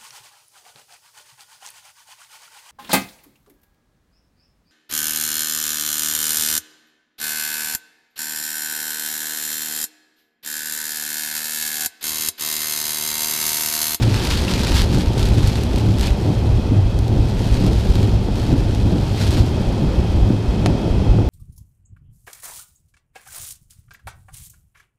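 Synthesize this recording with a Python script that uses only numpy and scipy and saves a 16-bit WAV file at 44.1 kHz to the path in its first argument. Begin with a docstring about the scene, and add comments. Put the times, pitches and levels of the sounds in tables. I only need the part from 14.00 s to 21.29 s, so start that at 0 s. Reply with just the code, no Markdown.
"""Inside a car driving through heavy rain, one microphone close behind the windscreen.
From the start the road rumbles and bumps, the engine booms in the cabin and wet tyres hiss outside,
while the wipers thump at each end of their fast sweep and sheets of drops spatter on the glass.
After two seconds the rain eases, with a few lighter flurries to follow.
Near the end, at 6.7 s, one fat drop smacks the windscreen and sets it ringing briefly."""
import sys
import numpy as np
from scipy import signal
from scipy.fft import rfft, irfft, next_fast_len
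from scipy.io import wavfile

SR = 44100
rng = np.random.default_rng(int(sys.argv[2]) if len(sys.argv) > 2 else 0)


def dump(signal):
    """Clip the signal to [-1, 1] and save it as 16-bit WAV at the path in sys.argv[1]."""
    limited = np.clip(np.atleast_2d(signal).T, -1, 1)
    pcm = np.round(limited * 32767).astype(np.int16)
    wavfile.write(sys.argv[1], SR, pcm)


N = 321489
TIME = np.arange(N) / SR


def gain_of(db):
    """Decibels to amplitude."""
    return 10 ** (np.asarray(db) / 20)


def unit_rms(x):
    """Scales to an rms of one."""
    return x / np.sqrt(np.mean(x ** 2) + 1e-20)


def db_at(spectrum, hz):
    """A spectrum's level at hz, on a log-frequency axis."""
    freq_hz, level_db = np.transpose(spectrum)
    return np.interp(np.log(hz + 1), np.log(freq_hz + 1), level_db)


def follow(curve):
    """A curve's value at every sample."""
    return np.interp(TIME, *np.transpose(curve))


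def add(mix, start_s, sound):
    """Lays a sound into the mix at start_s."""
    start = round(start_s * SR)
    sound = sound[max(-start, 0):]
    part = mix[max(start, 0):][:len(sound)]
    part += sound[:len(part)]


def noise(shape):
    """Steady noise whose amplitude spectrum is shape(hz)."""
    size = next_fast_len(N)
    spectrum = rfft(rng.standard_normal(size)) * shape(np.fft.rfftfreq(size, 1 / SR))
    return unit_rms(irfft(spectrum, size)[:N])


def wander(rate_hz):
    """A random drift, mostly slower than rate_hz."""
    return noise(lambda f: 1 / (1 + (f / rate_hz) ** 4))


def ringing(hz, width_hz):
    """Noise in one resonance."""
    return noise(lambda f: 1 / (1 + ((f - hz) / (0.42 * width_hz)) ** 2))


def mode(t, hz, db, t60_s):
    """One struck resonance: a sine that falls 60 dB in t60_s."""
    return gain_of(db - 60 * t / t60_s) * np.sin(2 * np.pi * hz * t)


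def impulse(spectrum, size=2048):
    """The sharpest causal click with this spectrum, peak one."""
    hz = abs(np.fft.fftfreq(size, 1 / SR))
    log_gain = np.log(gain_of(np.maximum(db_at(spectrum, hz), -100)))
    minimum_phase = np.exp(np.conj(signal.hilbert(log_gain)))
    click = np.fft.ifft(minimum_phase).real[:size // 2]
    return click / abs(click).max()


def patter(per_s, spread_db):
    """Randomly timed impacts, many small and a few large, of mean power one."""
    size = gain_of(spread_db * np.minimum(rng.exponential(1, N), 4))
    return unit_rms(size * rng.choice([-1, 1], N) * (rng.random(N) < per_s / SR))


def reflect(hits, wet_db, decay_s):
    """Each hit reaches the microphone with its own cabin reflections: a short, noisy tail."""
    keep = np.exp(-2 / (decay_s * SR))
    energy = signal.lfilter([1 - keep], [1, -keep], hits ** 2 + 1e-20)
    return hits + gain_of(wet_db) * np.sqrt(energy) * rng.standard_normal(len(hits))


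# Road and wind as they sound in the cabin: freq_hz, relative_db
ROAD_SPECTRUM = [(6, -40), (14, -16), (22, -7.5), (46, -3), (62, -0.5), (82, -2.5), (150, -9), (185, -8.5),
                 (270, -13.5), (390, -15.5), (440, -20), (560, -21.5), (610, -24.5), (900, -26.5),
                 (1150, -45), (2400, -110)]
# Roar of the tyres on the wet road below: time_s, relative_db
TYRE_ROAR = [(0.0, -34.5), (2.35, -34), (2.75, -35), (2.85, -36), (3.3, -35.5), (3.6, -34), (4.54, -34.5),
             (4.65, -35), (5.8, -33), (6.25, -33.5), (6.37, -36), (6.55, -32.5), (7.1, -32), (7.29, -35.5)]


def road(bass_db=-22.5, growth_db_per_s=0.52, heave_db=2.5, roar_db=10.5, jolts_db=-7, split_hz=108):
    """The body heaves with the road surface under a roar of tyres, with small jolts from the asphalt."""
    bass = noise(lambda f: gain_of(db_at(ROAD_SPECTRUM, f)) / np.sqrt(1 + (f / 92) ** 8))
    above_bass = [(f, db - 10 * np.log10(1 + (split_hz / f) ** 8)) for f, db in ROAD_SPECTRUM]
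    roar = noise(lambda f: gain_of(db_at(above_bass, f)))
    jolts = unit_rms(signal.oaconvolve(patter(per_s=70, spread_db=3.0), impulse(above_bass))[:N])
    tyres = (roar + gain_of(jolts_db) * jolts) * gain_of(roar_db + 0.61 * wander(9.0))
    heave = gain_of(bass_db + growth_db_per_s * TIME + heave_db * wander(5.7))
    return bass * heave + tyres * gain_of(follow(TYRE_ROAR))


# Bumps in the road, coming up through the floor: start_s, level_db
ROAD_BUMPS = [(0.408, -12), (0.535, -10), (1.07, -6), (1.226, -7.5), (1.438, -5.5), (1.744, -8.5),
              (2.107, -7), (2.521, -21), (2.851, -7), (3.192, -7), (3.37, -18), (3.512, -8), (3.675, -9),
              (3.892, -4), (4.13, -6.5), (4.58, -17), (4.71, -20), (5.031, -15), (5.399, -6), (5.669, -9.5),
              (5.978, -6.5), (6.21, -15), (6.479, -10), (7.089, -3)]


def bumps(bounce_hz=52.1, rise_s=0.0094, spread_octaves=0.32):
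    """Each bump rocks the body for two or three low cycles; short ones rock it faster than long ones."""
    out, t = np.zeros(N), np.arange(SR // 5) / SR
    for (start_s, db), shortness in zip(ROAD_BUMPS, rng.uniform(-0.63, 1, len(ROAD_BUMPS))):
        scaled_t = t * 2 ** (spread_octaves * shortness)
        envelope = scaled_t / rise_s * np.exp(1 - scaled_t / rise_s)
        add(out, start_s, gain_of(db) * envelope * np.sin(2 * np.pi * bounce_hz * scaled_t))
    return out


# The engine's drone, filling the cabin around the microphone: time_s, relative_db
ENGINE_DRONE = [(0.0, -16), (0.33, -33), (1.25, -23), (1.45, -18), (1.62, -26), (2.25, -25), (2.53, -16),
                (2.62, -38), (2.77, -10), (2.9, -21.5), (4.8, -25), (5.42, -18.5), (5.53, -33),
                (6.25, -19.5), (6.5, -26), (7.29, -18.5)]


def engine(pitch_hz=105.35, tone_db=-12, boom_db=0.5, shaken_db=-12.5):
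    """A wavering engine tone inside the cabin's boom, which swells when the wipers shake the body."""
    cycles = np.cumsum(pitch_hz * (1 + 0.0437 * wander(5.75))) / SR
    tone = unit_rms(np.sin(2 * np.pi * cycles))
    boom = ringing(106, width_hz=28)
    drone = gain_of(follow(ENGINE_DRONE))
    shaken = gain_of(shaken_db) * reversal_swells(lag_s=0.013, spread_s=0.078)
    return drone * gain_of(tone_db) * tone + np.hypot(drone * gain_of(boom_db), shaken) * boom


# Spray out at the wheels, heard from inside: freq_hz, relative_db
SPRAY_SPECTRUM = [(400, 4), (700, 8.5), (900, 5), (1080, 5.5), (1300, 5.5), (1650, 1), (2300, -1),
                  (3700, -1.5), (5200, -3.5), (6500, -11.5), (9000, -17), (13000, -27), (15500, -40)]
# Resonances in that hiss: pitch_hz, width_hz, level_db
SPRAY_RESONANCES = [(2546, 200, -51), (3235, 320, -49.5)]


def spray(hiss_db=-39):
    """Wet tyres hiss, dulled by the closed windows and swelling with their roar."""
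    hiss = gain_of(hiss_db) * noise(lambda f: gain_of(db_at(SPRAY_SPECTRUM, f)))
    rings = sum(gain_of(db) * ringing(hz, width_hz) for hz, width_hz, db in SPRAY_RESONANCES)
    roar_db = follow(TYRE_ROAR)
    return (hiss + rings) * gain_of(roar_db - roar_db.mean() + 0.5 * wander(3.2))


# Small pitched taps on the bodywork around the cabin: start_s, level_db, pitch_hz, t60_s
BODY_TAPS = [(0.482, -14, 2720, 0.015), (3.151, -23, 724, 0.018), (4.508, -18, 606, 0.022),
             (6.302, -26, 1420, 0.0091), (7.186, -25, 1250, 0.013), (7.188, -10.5, 460, 0.019)]


def taps():
    """Each tap rings one heavily damped mode of the bodywork."""
    out, t = np.zeros(N), np.arange(SR // 25) / SR
    for start_s, db, hz, t60_s in BODY_TAPS:
        add(out, start_s, mode(t, hz, db, t60_s))
    return out


# The scuttle panel that carries the wipers, at the foot of the glass: pitch_hz, relative_db, t60_s
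SCUTTLE_MODES = [(63, -31, 0.093), (132.7, -6, 0.22), (188.2, -2, 0.18), (242.5, -0.5, 0.065),
                 (299.4, 2.5, 0.065), (373, -4, 0.055), (542, -20.5, 0.023)]
# The blades turning round just beyond the windscreen: start_s, relative_db, tilt_db_per_octave
WIPER_REVERSALS = [(0.069, -14, 5), (0.529, -13.5, -15), (0.946, -10.5, -19), (1.377, -10, -6),
                   (1.871, -10.5, -18), (2.28, -10.5, -10), (2.714, -11.5, 7), (3.145, -9.5, -13),
                   (3.639, -8, -1), (4.004, -9, 0), (4.522, -7, 5), (4.927, -8.5, -8), (5.41, -11.5, -5),
                   (5.83, -10.5, -9), (6.298, -9, 16.5), (6.693, -9.5, -10), (7.143, -14, -7)]


def wipers(knock_db=-1.5, shudder_db=-10.5, swish_db=-24, contact_s=0.005):
    """At each reversal the rubber swishes and shudders and the blade flips over, shaking the scuttle."""
    knocks, t = np.zeros(N), np.arange(SR // 5) / SR
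    modes = np.array([(-1) ** k * mode(t, *row) for k, row in enumerate(SCUTTLE_MODES)])
    modes *= 1 - np.exp(-t / contact_s)  # soft rubber contact
    octaves = np.log2([hz for hz, _, _ in SCUTTLE_MODES])
    for start_s, db, tilt in WIPER_REVERSALS:
        panel = gain_of(tilt * octaves) @ modes
        add(knocks, start_s, gain_of(db + knock_db) * panel / abs(panel).max())
    rubbed_panel = signal.oaconvolve(rng.standard_normal(N), modes.sum(0))[:N]
    shudder = gain_of(shudder_db) * unit_rms(rubbed_panel)
    swish = gain_of(swish_db) * ringing(470, width_hz=570)
    return knocks + reversal_swells(lag_s=0.0041, spread_s=0.044) * (shudder + swish)


def reversal_swells(lag_s, spread_s):
    """One soft swell for each wiper reversal, in proportion to its thump."""
    return sum(gain_of(db) * np.exp(-0.5 * ((TIME - start_s - lag_s) / spread_s) ** 2)
               for start_s, db, _ in WIPER_REVERSALS)


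# Steady rain on the windscreen, right in front of the microphone: time_s, relative_db
STEADY_RAIN = [(0.06, -37), (0.15, -32), (0.33, -29.5), (0.455, -32.5), (0.52, -32.5), (0.65, -28),
               (0.7, -31.5), (0.8, -27), (0.862, -38), (0.93, -33.5), (1.12, -40.5), (1.2, -36),
               (1.55, -35.5), (1.7, -41.5), (1.9, -39.5), (2.85, -46.5), (3.35, -41.5), (3.46, -37.5),
               (3.57, -37), (3.62, -39.5), (3.8, -38.5), (4.09, -40.5), (4.22, -45), (4.74, -42),
               (5.06, -42), (5.18, -39), (5.6, -43.5), (7.29, -48)]
# Sheets of water that slap the same glass: start_s, length_s, relative_db
WATER_SHEETS = [(0.019, 0.013, -30.5), (0.243, 0.032, -37), (0.292, 0.034, -28), (0.468, 0.069, -30.5),
                (0.72, 0.097, -29.5), (0.937, 0.1, -42), (1.168, 0.05, -38.5), (1.758, 0.036, -38),
                (1.99, 0.094, -32), (3.664, 0.016, -39), (4.274, 0.26, -41.5), (5.165, 0.11, -33.5),
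                (5.298, 0.048, -34), (5.346, 0.067, -34.5)]


def rainfall(rise_share=0.46, drain_s=0.018):
    """How hard the water hits the glass: steady rain plus sheets that build, hold and stop short."""
    power = gain_of(follow(STEADY_RAIN)) ** 2
    for start_s, length_s, db in WATER_SHEETS:
        rise = np.clip((TIME - start_s) / (rise_share * length_s), 0, 1)
        drain = np.exp(-np.maximum(TIME - start_s - length_s, 0) / drain_s)
        power += (gain_of(db) * rise * drain) ** 2
    return np.sqrt(power)


def pings(per_s=330, low_hz=2300, high_hz=5100, decay_cycles=2.4, spots=24):
    """Each drop lands on one spot of glass and rings for a few cycles at that spot's pitch."""
    out, t = np.zeros(N), np.arange(SR // 100) / SR
    hits, spot = patter(per_s, spread_db=2.5), rng.integers(0, spots, N)
    for k, hz in enumerate(np.geomspace(low_hz, high_hz, spots)):
        envelope = (1 - np.exp(-hz * t)) * np.exp(-hz * t / decay_cycles)
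        out += signal.oaconvolve(hits * (spot == k), envelope * np.sin(2 * np.pi * hz * t))[:N]
    return unit_rms(out)


# One drop on the glass, heard close up from the dry side: freq_hz, relative_db
SPLAT_SPECTRUM = [(530, -32.5), (900, 1), (1100, -4.5), (1480, -2.5), (2250, -5), (2760, -3.5), (4280, -1),
                  (6270, -9), (12800, -20), (14600, -25.5), (15500, -34.5)]


def rain(coarse_db=-6.5, ping_db=-8.0, gust_db=0.5, flurry_db=0.5, lull_db=-47):
    """Fine drops fizz, middling ones ping and coarse ones crackle as they hit the glass at scattered random
    times."""
    strength = rainfall() * gain_of(flurry_db * wander(15))
    strength *= strength / np.hypot(strength, gain_of(lull_db))  # light rain mostly sweeps over the car
    fine = reflect(patter(per_s=3000, spread_db=4.5), wet_db=-3.5, decay_s=0.012)
    hard_hits = patter(per_s=130, spread_db=2.2)
    hard_hits = unit_rms(hard_hits - 0.55 * np.roll(hard_hits, 1))  # a hard hit is brighter
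    coarse = gain_of(coarse_db) * reflect(hard_hits, wet_db=-9, decay_s=0.003)
    splat = impulse(SPLAT_SPECTRUM)
    spatter = signal.oaconvolve(fine + coarse, splat / np.linalg.norm(splat))[:N]
    return (spatter + gain_of(ping_db) * pings()) * strength * gain_of(gust_db * wander(31))


# Single large drops on the glass near the microphone: start_s, relative_db, hardness_0_to_1
LARGE_DROPS = [(0.026, -18, 0.1), (0.1432, -15, 0), (0.2389, -23, 0.8), (0.251, -14, 0.7),
               (0.273, -13, 0.3), (0.3067, -21, 0.2), (0.375, -14, 0.2), (0.421, -18, 0.3),
               (0.5164, -21, 0.5), (0.6128, -19, 0.3), (0.634, -15, 0.3), (0.672, -16, 0.7),
               (0.759, -16, 0.5), (0.788, -18, 0.5), (0.8193, -12, 0.5), (0.947, -17, 0.4),
               (1.1805, -16.5, 0.2), (1.195, -15, 0.2), (1.229, -16.5, 0), (1.2553, -18, 0.4),
               (1.2648, -25, .9), (1.288, -21, 0.6), (1.384, -22, 0), (1.4748, -15.5, 0.8),
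               (1.5564, -19, 0), (1.636, -18.5, 0.7), (1.7606, -20.5, 0.4), (1.783, -23, 0.7),
               (1.985, -19, 0.4), (1.996, -17, 0.5), (2.011, -14, 0.7), (2.027, -20, 0.6),
               (2.0716, -18, 0.8), (2.99, -23.5, 0.8), (3.081, -26.5, 0.8), (3.3878, -36, 0.7),
               (3.474, -27, 0.4), (3.525, -24, 0.4), (3.544, -26, 0.4), (3.665, -18.5, 0.4),
               (3.7325, -24, 0.5), (3.9554, -18, 0), (4.03, -24, 0.5), (4.3577, -24, 0.2),
               (4.749, -20.5, 0.2), (5.2093, -27, 0.4), (5.308, -19, 0.6), (5.398, -23.5, 0.4)]


def large_drops(boost_db=4.5, soft_wet_db=-2.0, hard_wet_db=-7.0):
    """Single drops tick sharply above the patter; a hard hit is brighter, a soft one splashes more."""
    out, splat = np.zeros(N), impulse(SPLAT_SPECTRUM)
    for start_s, db, hardness in LARGE_DROPS:
        wet_db = np.interp(hardness, [0, 1], [soft_wet_db, hard_wet_db])
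        hit = reflect(signal.unit_impulse(1024), wet_db, decay_s=0.004)
        tick = splat - hardness * np.roll(splat, 1)
        add(out, start_s, gain_of(db + boost_db) * np.convolve(hit, tick / abs(tick).max()))
    return out


# The fat drop's smack at close range: freq_hz, relative_db
SMACK_SPECTRUM = [(100, -4), (300, 5), (620, 8), (1100, 4), (1900, 0.5), (3000, -3), (4000, -3.5),
                  (5500, -9), (7000, -9), (11000, -17), (13000, -32), (15000, -50)]
# The windscreen ringing under it: pitch_hz, level_db, t60_s
GLASS_MODES = [(370, -16, 0.03), (700, -8.5, 0.016), (1150, -21, 0.018)]


def fat_drop(start_s=6.661, blow_db=-0.5, rebound_share=0.4, rebound_s=0.00014,
             splash_db=-33, splash_lag_s=0.0075, splash_s=0.004):
    """A fat drop bursts on the glass, which snaps back and knocks; its fragments splash just after."""
    blow, t = np.zeros(N), np.arange(SR // 20) / SR
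    add(blow, start_s, -gain_of([blow_db]))
    blow = reflect(blow, wet_db=-3.0, decay_s=0.004)
    rebound = rebound_share * np.roll(blow, round(rebound_s * SR))
    out = signal.oaconvolve(blow - rebound, impulse(SMACK_SPECTRUM))[:N]
    knock = sum(mode(t, hz, db, t60_s) for hz, db, t60_s in GLASS_MODES)
    fragments = unit_rms(np.convolve(rng.standard_normal(len(t)), impulse(SPLAT_SPECTRUM))[:len(t)])
    splash = gain_of(splash_db) * fragments * np.exp(-((t - splash_lag_s) / splash_s) ** 2)
    add(out, start_s, splash - knock)
    return out


def scene():
    """Everything that reaches the microphone behind the windscreen, in mono."""
    driving = road() + bumps() + engine() + spray()
    water = rain() + large_drops() + fat_drop()
    return (driving + water + taps() + wipers())[None]


def record(dry, ceiling=0.9, cutoff_hz=15500):
    """The microphone's recorder rounds off the highest peaks and limits the band."""
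    rounded = dry / (1 + (dry / ceiling) ** 8) ** (1 / 8)
    lowpass = signal.firwin(511, cutoff_hz, window=("kaiser", 9), fs=SR)
    return signal.oaconvolve(rounded, lowpass[None], "same")


dry = scene()
out = record(dry)
dump(out)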